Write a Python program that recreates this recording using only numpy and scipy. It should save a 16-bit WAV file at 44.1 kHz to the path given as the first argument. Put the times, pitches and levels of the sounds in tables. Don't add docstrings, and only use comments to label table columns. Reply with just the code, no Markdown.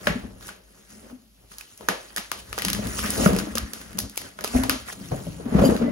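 import sys
import numpy as np
from scipy import signal
from scipy.fft import rfft, irfft, next_fast_len
from scipy.io import wavfile
from scipy.ndimage import uniform_filter1d

SR = 44100
rng = np.random.default_rng(int(sys.argv[2]) if len(sys.argv) > 2 else 0)


def master_out(mix):
    frames = np.transpose(np.atleast_2d(mix))
    ceiling = np.clip(frames, -1, 1)
    pcm = np.round(ceiling * 32767).astype(np.int16)
    wavfile.write(sys.argv[1], SR, pcm)


N = 260975

# frequency in Hz, density in dB per Hz.
AIR_COLOUR = [(30, -144), (50, -66), (70, -100), (200, -103), (600, -108), (1500, -107), (5000, -104),
              (7500, -108.5), (12000, -102), (15700, -110), (16100, -140)]
# frequency in Hz, time to fall 60 dB in seconds.
ROOM_DECAY = [(150, 0.29), (500, 0.35), (1500, 0.31), (4000, 0.39), (9000, 0.26), (15000, 0.14)]
# frequency in Hz, likeness from 0 to 1.
PORT_LIKENESS = [(120, .95), (250, .75), (500, .4), (2500, .35), (5500, .4)]

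# start in seconds, level in dB.
METAL_JOLTS = [(5.641, -38), (5.649, -29), (5.732, -50), (5.785, -53)]
# pitch in Hz, relative level in dB, time to fall 60 dB in seconds.
METAL_MODES = [(2880, -5, .1), (2980, -2, .08), (3080, -2, .09), (4786, 3, .12), (4791, -14, .7),
               (6915, -4, .13), (7240, -10, .35), (9000, -9, .15), (9450, -4, .14), (10430, -7, .22),
               (11500, -6, .17), (12600, -9, .15), (14200, -6, .1), (14600, -6, .11)]
# start in seconds, end in seconds, level in dB, pitch in Hz, width in Hz.
THIN_TONE = (5.8, 5.96, -45, 2010, 40)

# pitch in Hz, width in Hz, relative level in dB.
WALL_MODES = [(184, 22, -11.5), (266, 30, 6), (322, 5.9, -14.5), (434, 182, 1.5), (544, 38, -1),
              (612, 24, 0.5), (672, 380, -6)]
# time in seconds, pitch in Hz.
FLEXING_PITCH = [(0, 202), (.9, 203), (1.15, 242), (1.4, 191), (2.6, 200.4), (3.22, 224), (3.27, 175),
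                 (3.5, 218), (4.4, 203), (4.55, 253), (4.8, 248), (5.0, 187), (5.12, 150), (5.3, 163.7),
                 (5.55, 190), (5.66, 227), (5.9, 233)]
# frequency in Hz, relative density in dB per Hz.
THUD_COLOUR = [(25, -18), (36, 9), (62, 20.5), (90, 6.5), (115, 16.5), (150, -21), (190, -45)]
# peak time in seconds, seconds to rise 20 dB, seconds to fall
# 20 dB, wall boom in dB, upper modes in dB, floor thud in dB.
PULL_STROKES = [(0.02, 0.37, .3, -48, -52, -61), (0.1, 0.066, 0.18, -32, -34, -33.5),
                (0.259, 0.12, 0.26, -43, -49, -40.5), (0.489, 0.065, 0.18, -54, -47.5, -74),
                (0.789, 0.17, 0.11, -56, -57.5, -62), (0.923, 0.037, 0.56, -51, -61, -56),
                (1.12, 0.34, 0.1, -53, -50, -63.5), (1.44, 0.096, 0.072, -61, -57, -55.5),
                (1.525, 0.025, 0.03, -54, -63, -74), (1.81, 0.017, 0.19, -48.5, -43, -57),
                (1.895, 0.011, 0.044, -33, -47, -60), (2.071, 0.23, 0.11, -71, -54.5, -76),
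                (2.193, 0.016, 0.017, -38, -41, -56), (2.325, 0.011, 0.045, -47, -52, -48),
                (2.519, 0.083, 0.093, -92.5, -108, -38), (2.66, 0.06, 0.89, -32.5, -72, -40),
                (2.885, 0.44, 0.066, -37.5, -37, -35), (3.045, 0.28, 0.33, -44, -41, -36),
                (3.245, 0.19, 0.23, -26, -28, -40), (3.31, 0.098, 0.12, -20.5, -28, -26.5),
                (3.42, 0.11, 0.7, -39, -46, -54), (3.651, 0.425, 0.053, -36, -71, -34.5),
                (3.955, 0.019, 0.19, -34.5, -78.5, -43), (4.057, 0.27, 0.04, -42, -45, -38.5),
                (4.245, 0.088, 0.11, -44.5, -45.5, -48), (4.441, 0.072, 0.13, -42, -42, -49),
                (4.55, 0.0047, 0.1, -24.5, -29, -20.5), (4.62, 0.14, 0.28, -40.5, -43, -35.5),
                (4.74, 0.33, 0.044, -35, -41.5, -57), (5.015, 0.15, 0.63, -40, -53, -44.5),
                (5.125, 0.017, 0.11, -28, -31, -30), (5.22, 0.059, 0.1, -50, -40, -68),
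                (5.28, 0.036, 0.13, -31, -47, -35), (5.405, 0.011, 0.047, -35, -41, -45.5),
                (5.485, 0.19, 0.28, -33.5, -38, -41.5), (5.56, 0.057, 0.4, -21.5, -26, -30),
                (5.63, 0.058, 0.18, -18.5, -20, -27), (5.822, 0.041, 0.41, -21.5, -31.5, -50),
                (5.918, 0.076, .3, -25, -43, -55)]

# peak time in seconds, seconds to rise 20 dB, seconds to fall 20 dB,
# fine crackle in dB, duller cardboard scrape in dB.
RUB_STROKES = [(0.05, 0.1, 0.31, -41.5, -44.5), (0.428, 0.034, 0.18, -48, -53),
               (0.476, 0.12, 0.094, -42.5, -57), (0.784, 0.23, 0.23, -56, -65),
               (0.908, 0.07, 0.3, -49, -60), (1.11, 0.88, 0.12, -54.5, -60.5),
               (1.516, 0.02, 0.14, -44.5, -71.5), (1.612, 0.11, 0.061, -55, -52),
               (1.43, 0.13, 0.18, -69, -77), (1.73, 0.6, 0.13, -52.5, -75), (1.9, 0.25, 0.99, -46.5, -53),
               (2.2, 0.086, 0.23, -49, -49), (2.395, 0.05, 0.054, -40, -70), (2.47, 0.24, .8, -86, -77),
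               (2.6, 0.24, .16, -44, -75), (2.9, 0.56, 0.4, -37.5, -41), (2.99, 0.094, 0.25, -30, -42),
               (3.042, 0.054, 0.95, -35.5, -37), (3.265, 0.33, 0.083, -25, -57),
               (3.392, 0.014, 0.034, -27.5, -43), (3.43, .1, 0.13, -49, -67),
               (3.782, 0.11, 0.42, -45.5, -54), (4.266, 0.23, 0.12, -44, -50),
               (4.572, 0.14, 0.081, -30.5, -37.5), (4.64, 0.21, 0.15, -39.5, -40.5),
               (4.8, 0.15, .13, -43, -49), (4.892, 0.04, 0.067, -35.5, -38),
               (4.93, 0.036, 0.015, -34.5, -57), (5.05, 0.31, 1, -44.5, -55), (5.118, 0.038, 1, -49.5, -59),
               (5.55, 0.078, 0.13, -47, -40), (5.666, 0.18, 0.092, -34.5, -53),
               (5.72, 0.22, 0.18, -40, -57)]
# frequency in Hz, relative density in dB per Hz.
FIZZ_COLOUR = [(300, -5.5), (1500, -15), (3000, -9), (5000, -10.5), (7500, -5.5), (10500, -8.5),
               (13000, -18), (15000, -14), (15750, -16), (16200, -68)]
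# frequency in Hz, relative density in dB per Hz.
SCRAPE_COLOUR = [(200, -33), (600, 14), (1200, 17), (2000, 19.5), (3500, -5), (7000, -37)]

# start in seconds, main wall peak in dB, main wall pitch in Hz,
# upper modes relative to that peak in dB, pitch of the struck flap in Hz.
BOX_KNOCKS = [(0.072, -22.5, 222, 9, 583), (0.097, -18, 175, -13, 540), (0.151, -23, 239, -23, 400),
              (0.244, -30.5, 226, -19, 540), (1.108, -45, 253, -15, 430), (1.125, -34, 254, -19, 430),
              (1.805, -49, 205, 6, 457), (1.887, -38, 243, 13, 472), (2.65, -28.5, 175, -3, 354),
              (2.791, -22.5, 207, -4, 620), (2.829, -35.5, 223, 3, 467), (2.86, -26, 228, -19, 407),
              (2.99, -26.5, 210, -9, 442), (3.045, -24.5, 200, -10, 430), (3.063, -38, 201, 10, 620),
              (3.09, -25, 201, -15, 456), (3.181, -35, 238, 7, 480), (3.21, -26.5, 254, -14, 606),
              (3.2604, -4.5, 192.4, -2.5, 621), (3.29, -24, 193, 8.5, 484), (3.319, -23, 191, -9, 346),
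              (3.386, -38, 199, 7.5, 330), (3.436, -34, 190, 8.5, 307), (3.47, -34.5, 227, 9.5, 305),
              (3.553, -33, 233, 3.5, 530), (3.95, -34, 189, -11, 338), (4.444, -49, 259, 20, 420),
              (4.539, -30.5, 260, 6, 700), (4.551, -21, 250, 2, 744), (4.559, -22, 249, 1, 617),
              (4.586, -17.5, 242, -7, 556), (4.613, -24, 253, -5, 650), (4.636, -32, 260, -6, 560),
              (4.652, -30.5, 255, 5, 766), (4.69, -25, 285, -3, 530), (4.73, -35, 267, -8, 527),
              (4.757, -35.5, 245, 3, 625), (5.007, -30.5, 194, -17, 410), (5.118, -24, 136, 4, 737),
              (5.143, -29, 205, 1, 610), (5.208, -32, 195, -6, 596), (5.268, -25.5, 162, -3, 570),
              (5.398, -40, 173, 8.5, 450), (5.458, -20.5, 230, -30, 384), (5.519, -18, 226, -14, 450),
              (5.548, -3.5, 181.4, -10.5, 347), (5.596, -15, 173, -15, 300), (5.6188, -6, 203, -3, 556),
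              (5.638, -14.5, 145.8, 9.5, 542), (5.655, -14, 266, -3, 530), (5.69, -20.5, 196, 10, 334),
              (5.704, -24.5, 197, 6.5, 416), (5.722, -23, 205, 9, 495), (5.749, -29.5, 200, 7, 423),
              (5.814, -16, 218, -5.5, 463), (5.841, -26.5, 255, 2.5, 520), (5.88, -20.5, 235, 0.5, 584)]

# start in seconds, peak in dB, thump and body each relative to the crack
# in dB per Hz, panel pitch in Hz, left over right in dB.
CREASE_SNAPS = [(0.0706, -3.5, 1.5, 16, 1870, 3), (0.0742, -9.5, 11, 12, 1200, -1),
                (0.41, -30, 6, -1, 1420, -4), (0.4258, -29.5, -11, 1, 1450, -3),
                (0.4819, -25, -5, 2, 991, -5), (0.489, -24, 5, 10, 1530, -3), (1.099, -42, 18, 30, 1310, 0),
                (1.517, -35.5, 14, 19, 1080, -2), (1.584, -20, -12, -14, 1010, -1),
                (1.61, -27, -16, 0, 2580, -12), (1.7759, -29, -10, -25, 2570, -2),
                (1.809, -27.5, 17, 2, 1040, 5), (1.8867, -2, 15.5, 8, 1750, -1),
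                (2.105, -39, -10, 9, 1180, -17), (2.1631, -9, -3, -9, 1670, -5),
                (2.172, -14.5, 4, 7, 1880, 3.5), (2.1806, -9.5, 3, -1.5, 1850, -1),
                (2.3161, -7, 5.5, 2.5, 1150, 8.5), (2.5287, -14, 2.5, 3, 1130, 6.5),
                (2.5792, -14, 13.5, 3.5, 1380, 1), (2.5866, -11, -6, -4, 1830, -9),
                (2.5955, -17.5, -15, 9, 1860, 4), (2.6208, -7.5, -10, 2.5, 1880, 2),
                (2.6493, -6, 0.5, -4, 1850, 3), (2.6835, -8, -17, 4, 1120, 1.5),
                (2.701, -19, -13, -10, 1400, -27), (2.7315, -6, -17, -4, 1150, 5),
                (2.7485, -15, -3, -1, 1990, 0), (2.8703, -22, -6, -12, 1477, -11),
                (2.991, -14.5, -3, 5, 1190, -5), (3.042, -19.5, 9, 26, 1240, 1),
                (3.061, -15, -4, -21, 1400, -7), (3.1045, -8, -25, -26, 9020, -3),
                (3.1554, -23, -2, 2, 1200, 3), (3.261, -8.5, 22, 32, 1210, -20),
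                (3.333, -16.5, -8, -3, 1520, -2), (3.3489, -18, 4, -2, 1370, 0),
                (3.364, -11.5, 14, -4, 2530, -2), (3.388, -13, -3, 4.5, 1260, -6),
                (3.4, -19.5, 9, 8, 1420, 3), (3.554, -6, 7.5, -8.5, 1290, 0.5),
                (3.573, -16, -3, 14, 1200, 3), (3.582, -15, -12, -14, 1260, -25),
                (3.7342, -15, 4, -8, 1690, -10), (3.8141, -25.5, 4, 1.5, 1560, -4),
                (3.9072, -33, -10, -6, 1450, 4), (3.9303, -31.5, -16, 5, 1094, -17),
                (3.974, -26, -10, -8, 1510, -4), (3.9844, -23.5, -2, -5, 1710, -19),
                (3.9879, -6, 2, -16, 1310, 11.5), (3.996, -25, -6, -2, 1700, -3),
                (4.002, -15.5, -3, -15, 1700, -11), (4.017, -29, -8, -14, 1340, 5),
                (4.027, -30, -7, -19, 1310, 3), (4.097, -25.5, -12, -12, 1166, -3),
                (4.1587, -26.5, -20, -10, 2660, 1), (4.1712, -23, -37, -14, 2500, -16),
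                (4.1755, -7.5, -4.5, -9.5, 2140, 11), (4.2168, -22, 8, -3, 1830, 7),
                (4.3892, -22, 16, 12, 1340, 1), (4.409, -21.5, -13, 1, 1700, 3),
                (4.44, -17, -6, -3, 1360, -13), (4.445, -7.5, 5, -1, 1250, 0),
                (4.4765, -21.5, -11, -10, 2630, -19), (4.6359, -9.5, 8, 3, 980, 8),
                (4.6958, 0.5, 1, 2, 1310, 3.5), (4.8862, -24.5, 15, 1.5, 1425, -4),
                (4.9269, -20, 12, 0.5, 1380, -5), (5.118, -28, -3, 10, 1000, -5),
                (5.5411, -16, 39, 6, 970, -4), (5.623, -23, 13, 19, 1280, -7),
                (5.7647, -20.5, -13, 9, 4100, -6), (5.7747, -23.5, 4, 8, 1300, 0)]
SNAP_BANDS_HZ = [500, 1600, 5000, 11000]

# frequency in Hz, left over right in dB.
PORT_BALANCE = [(60, 2.5), (150, 3), (330, 4), (800, -1.5), (2000, 1.5), (8000, 0)]
# frequency in Hz, lead in radians.
PORT_LEAD = [(0, 0), (340, -.45), (690, -2), (950, -3.2), (1300, -6.2), (2100, -9.4), (3500, -15.5),
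             (5000, -18.3), (6500, -17.72)]
MONO_BLEND_HZ = (5600, 6600)

METAL_RISE_S, METAL_ROOM_DB = .003, -16
BOOM_WIDTH_HZ, BOOM_DB = 55, 4
PATCH_DB = 2.5
WALL_RISE_S, RING_HZ, GRIP_S, GRIP_DB_PER_S = .005, 24, .019, 4000
FLAP_WIDTH_HZ, WALL_SHARE = 40, 0.6
KNOCK_ROOM_DB = -10
SNAP_RISE_S, CRACK_S, CRUNCH_S, CRUNCH = 0.00029, 0.00028, 0.0026, 0.28
SNAP_TOP_DB, DULL_PER_DB = -1, 0.15
PANEL_WIDTH_HZ, SNAP_ROOM_DB = 230, -4.5
TREBLE_LAG = 8
BASS_CUT_HZ, EDGE_HZ = 36, 17146


def amp(db):
    return 10 ** (np.asarray(db) / 20)


def evened(x):
    return x / np.sqrt(np.mean(x ** 2) + 1e-20)


def read(points, hz):
    f, value = np.transpose(points)
    return np.interp(np.log(hz + 1), np.log(f + 1), value)


def add(mix, s, sound):
    part = mix[..., round(s * SR):][..., :sound.shape[-1]]
    part += sound[..., :part.shape[-1]]


def filtered(x, gain):
    size = next_fast_len(x.shape[-1] + 4096)
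    spectrum = rfft(x, size) * gain(np.fft.rfftfreq(size, 1 / SR))
    return irfft(spectrum, size)[..., :x.shape[-1]]


def coloured(x, points):
    return evened(filtered(x, lambda hz: amp(read(points, hz))))


def resonate(x, hz, width):
    return signal.lfilter(*signal.iirpeak(hz, hz / width, SR), x)


def glide(x, hz, width):
    turn = np.exp(2j * np.pi * np.cumsum(hz) / SR)
    r = np.exp(-np.pi * width / SR)
    smooth = signal.lfilter([1], np.convolve([1, -r], [1, -r]), x / turn)
    return (turn * smooth).real


def pair(x, other):
    same = lambda hz: np.clip(read(PORT_LIKENESS, hz), 0, 1)
    shared = filtered(x, same)
    own = filtered(other, lambda hz: np.sqrt(1 - same(hz) ** 2))
    return np.array([x, shared + own])


def strokes(rows):
    peak, rise, fall, *levels_db = np.array(rows).T[..., None]
    t = np.arange(0, N / SR + .01, .002)
    shape_db = -20 * np.where(t < peak, (peak - t) / rise, (t - peak) / fall)
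    curves = [np.linalg.norm(amp(db + shape_db), axis=0) for db in levels_db]
    return [np.interp(np.arange(N) / SR, t, curve) for curve in curves]


def crackle(per_s, spread_db, hiss):
    tick_db = spread_db * np.minimum(rng.exponential(1, N), 4)
    ticks = amp(tick_db) * (rng.random(N) < per_s / SR)
    bursts = signal.lfilter([1], [1, -.95], ticks)
    return evened((hiss + evened(bursts)) * rng.standard_normal((2, N)))


def patchy(x):
    z = signal.stft(x, nperseg=256, noverlap=192)[2]
    patch = uniform_filter1d(rng.standard_normal(z.shape[1:]), size=5, axis=0)
    patch = uniform_filter1d(patch, size=16, axis=1)
    shifted = z * amp(PATCH_DB * evened(patch))
    return signal.istft(shifted, nperseg=256, noverlap=192)[1][:, :N]


def room(x):
    taps = np.zeros((2, SR // 2))
    grid = np.arange(150, SR // 2 - 16, 16)
    at = grid + rng.integers(0, 16, (2, len(grid)))
    np.put_along_axis(taps, at, rng.choice([-1., 1.], at.shape), 1)
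    hz, t, z = signal.stft(taps, SR, nperseg=256)
    decay = amp(-60 * t / read(ROOM_DECAY, hz)[:, None])
    tail = signal.istft(z * decay, SR, nperseg=256)[1]
    tail /= np.linalg.norm(tail[0])
    return pair(*signal.fftconvolve(x[None], tail, axes=1)[:, :N])


def air():
    density = lambda hz: amp(read(AIR_COLOUR, hz)) * np.sqrt(SR / 2)
    return pair(*filtered(rng.standard_normal((2, N)), density))


def jingle():
    out, t = np.zeros((2, N)), np.arange(20000) / SR
    modes = sum(amp(db - 60 * t / t60) * np.sin(2 * np.pi * hz * t) for hz, db, t60 in METAL_MODES)
    ring = np.minimum(t / METAL_RISE_S, 1) * modes
    for s, db in METAL_JOLTS:
        add(out, s, amp(db) * ring)
    start, end, db, hz, width = THIN_TONE
    tone = evened(resonate(rng.standard_normal((2, len(t))), hz, width))
    tone = tone[:, -round((end - start) * SR):]
    add(out, start, amp(db) * tone * np.hanning(tone.shape[1]))
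    return out


def drag():
    boom, upper, floor = strokes(PULL_STROKES)
    lumps = evened(uniform_filter1d(uniform_filter1d(rng.standard_normal(N), 500), 500))
    low_shake, high_shake, floor_shake = amp(2.24 * lumps) * rng.standard_normal((3, 2, N))

    low = evened(sum(amp(db) * resonate(low_shake, hz, w) for hz, w, db in WALL_MODES if hz < 400))
    wall_hz = np.interp(np.arange(N) / SR, *np.transpose(FLEXING_PITCH))
    flexing = evened(glide(low_shake, wall_hz, BOOM_WIDTH_HZ))
    low = evened(low + amp(BOOM_DB) * flexing)

    high = evened(sum(amp(db) * resonate(resonate(high_shake, hz, w), hz, 4 * w)
                      for hz, w, db in WALL_MODES if hz > 400))
    thud = coloured(floor_shake, THUD_COLOUR)
    return pair(*(boom * low + upper * high + floor * thud))


def rustle():
    fine, dull = strokes(RUB_STROKES)
    fizz = coloured(crackle(per_s=450, spread_db=3.0, hiss=2.4), FIZZ_COLOUR)
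    scrape = coloured(crackle(per_s=270, spread_db=2.0, hiss=2.1), SCRAPE_COLOUR)
    return pair(*patchy(fine * fizz + dull * scrape))


def knocks():
    out, t = np.zeros((2, N)), np.arange(9000) / SR
    push = np.exp(-t / 0.00043) * t / .001
    shares = rng.uniform(-1, 1, (len(BOX_KNOCKS), len(WALL_MODES), 2, 1))
    for (s, db, wall_hz, upper_db, flap_hz), share in zip(BOX_KNOCKS, shares):
        grip = amp(-GRIP_DB_PER_S * amp(db) * np.maximum(t - GRIP_S, 0))
        main = resonate(push, wall_hz, RING_HZ) * np.minimum(t / WALL_RISE_S, 1) * grip
        flap = resonate(push, flap_hz, FLAP_WIDTH_HZ)
        rest = sum(g * amp(mode_db) * hz * resonate(push, hz, w)
                   for g, (hz, w, mode_db) in zip(share, WALL_MODES) if hz > 300)
        upper = flap / abs(flap).max() + WALL_SHARE * rest / abs(rest).max()
        add(out, s, amp(db) * (main / abs(main).max() + amp(upper_db) * upper))
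    return out


def snap_tint(x, lead, thump_db, body_db, panel_hz, ring):
    band_db = [thump_db, body_db, 0, SNAP_TOP_DB - DULL_PER_DB * body_db]
    colour = [(120, thump_db - 25), *zip(SNAP_BANDS_HZ, band_db),
              (15800, band_db[-1] - 6), (17200, band_db[-1] - 30)]
    panel = lambda hz: 1 + ring / (1 + 2j * (hz - panel_hz) / PANEL_WIDTH_HZ)
    padded = np.pad(x, ((0, 0), (lead, 0)))
    return filtered(padded, lambda hz: amp(read(colour, hz)) * panel(hz))


def snaps():
    out, seeds, t = np.zeros((2, N)), np.zeros(N), np.arange(900) / SR
    lead = 100
    shape = (1 - np.exp(-t / SNAP_RISE_S)) * (np.exp(-t / CRACK_S) + CRUNCH * np.exp(-t / CRUNCH_S))
    impulse = 1. * (t == 0)[None]
    for s, db, thump_db, body_db, panel_hz, pan_db in CREASE_SNAPS:
        noise = pair(*rng.standard_normal((2, len(t))))
        crack = snap_tint(noise * shape, lead, thump_db, body_db, panel_hz, ring=2.48)
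        crack *= amp(db) / abs(crack).max()
        add(out, s - lead / SR, crack * amp(np.array([[.5], [-.5]]) * pan_db))
        click = snap_tint(impulse, lead, thump_db, body_db, panel_hz, ring=0.77)[0]
        click *= np.linalg.norm(crack[0]) / np.linalg.norm(click)
        add(seeds, s - lead / SR, click)
    return out + amp(SNAP_ROOM_DB) * room(seeds)


def scene():
    blows, metal = knocks(), jingle()
    blows_in_room = blows + amp(KNOCK_ROOM_DB) * room(blows[0])
    metal_in_room = metal + amp(METAL_ROOM_DB) * room(metal[0])
    return air() + metal_in_room + drag() + rustle() + blows_in_room + snaps()


def record(dry):
    half = np.array([[.5], [-.5]])
    port_hz, radians = np.transpose(PORT_LEAD)

    def lead(hz):
        lag = 2 * np.pi * np.maximum(hz - port_hz[-1], 0) * TREBLE_LAG / SR
        return np.interp(hz, port_hz, radians) + lag

    one = dry.mean(0)
    steered = one + filtered(dry - one, lambda hz: np.interp(hz, MONO_BLEND_HZ, [1, 0]))
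    ports = filtered(steered, lambda hz: amp(half * read(PORT_BALANCE, hz)) * np.exp(1j * half * lead(hz)))
    rounded = np.tanh(ports)
    bass_cut = signal.butter(3, BASS_CUT_HZ, "high", fs=SR, output="sos")
    edge = signal.firwin(2047, EDGE_HZ, window=("kaiser", 9), fs=SR)
    return signal.oaconvolve(signal.sosfilt(bass_cut, rounded), edge[None], "same")


dry = scene()
out = record(dry)
master_out(out)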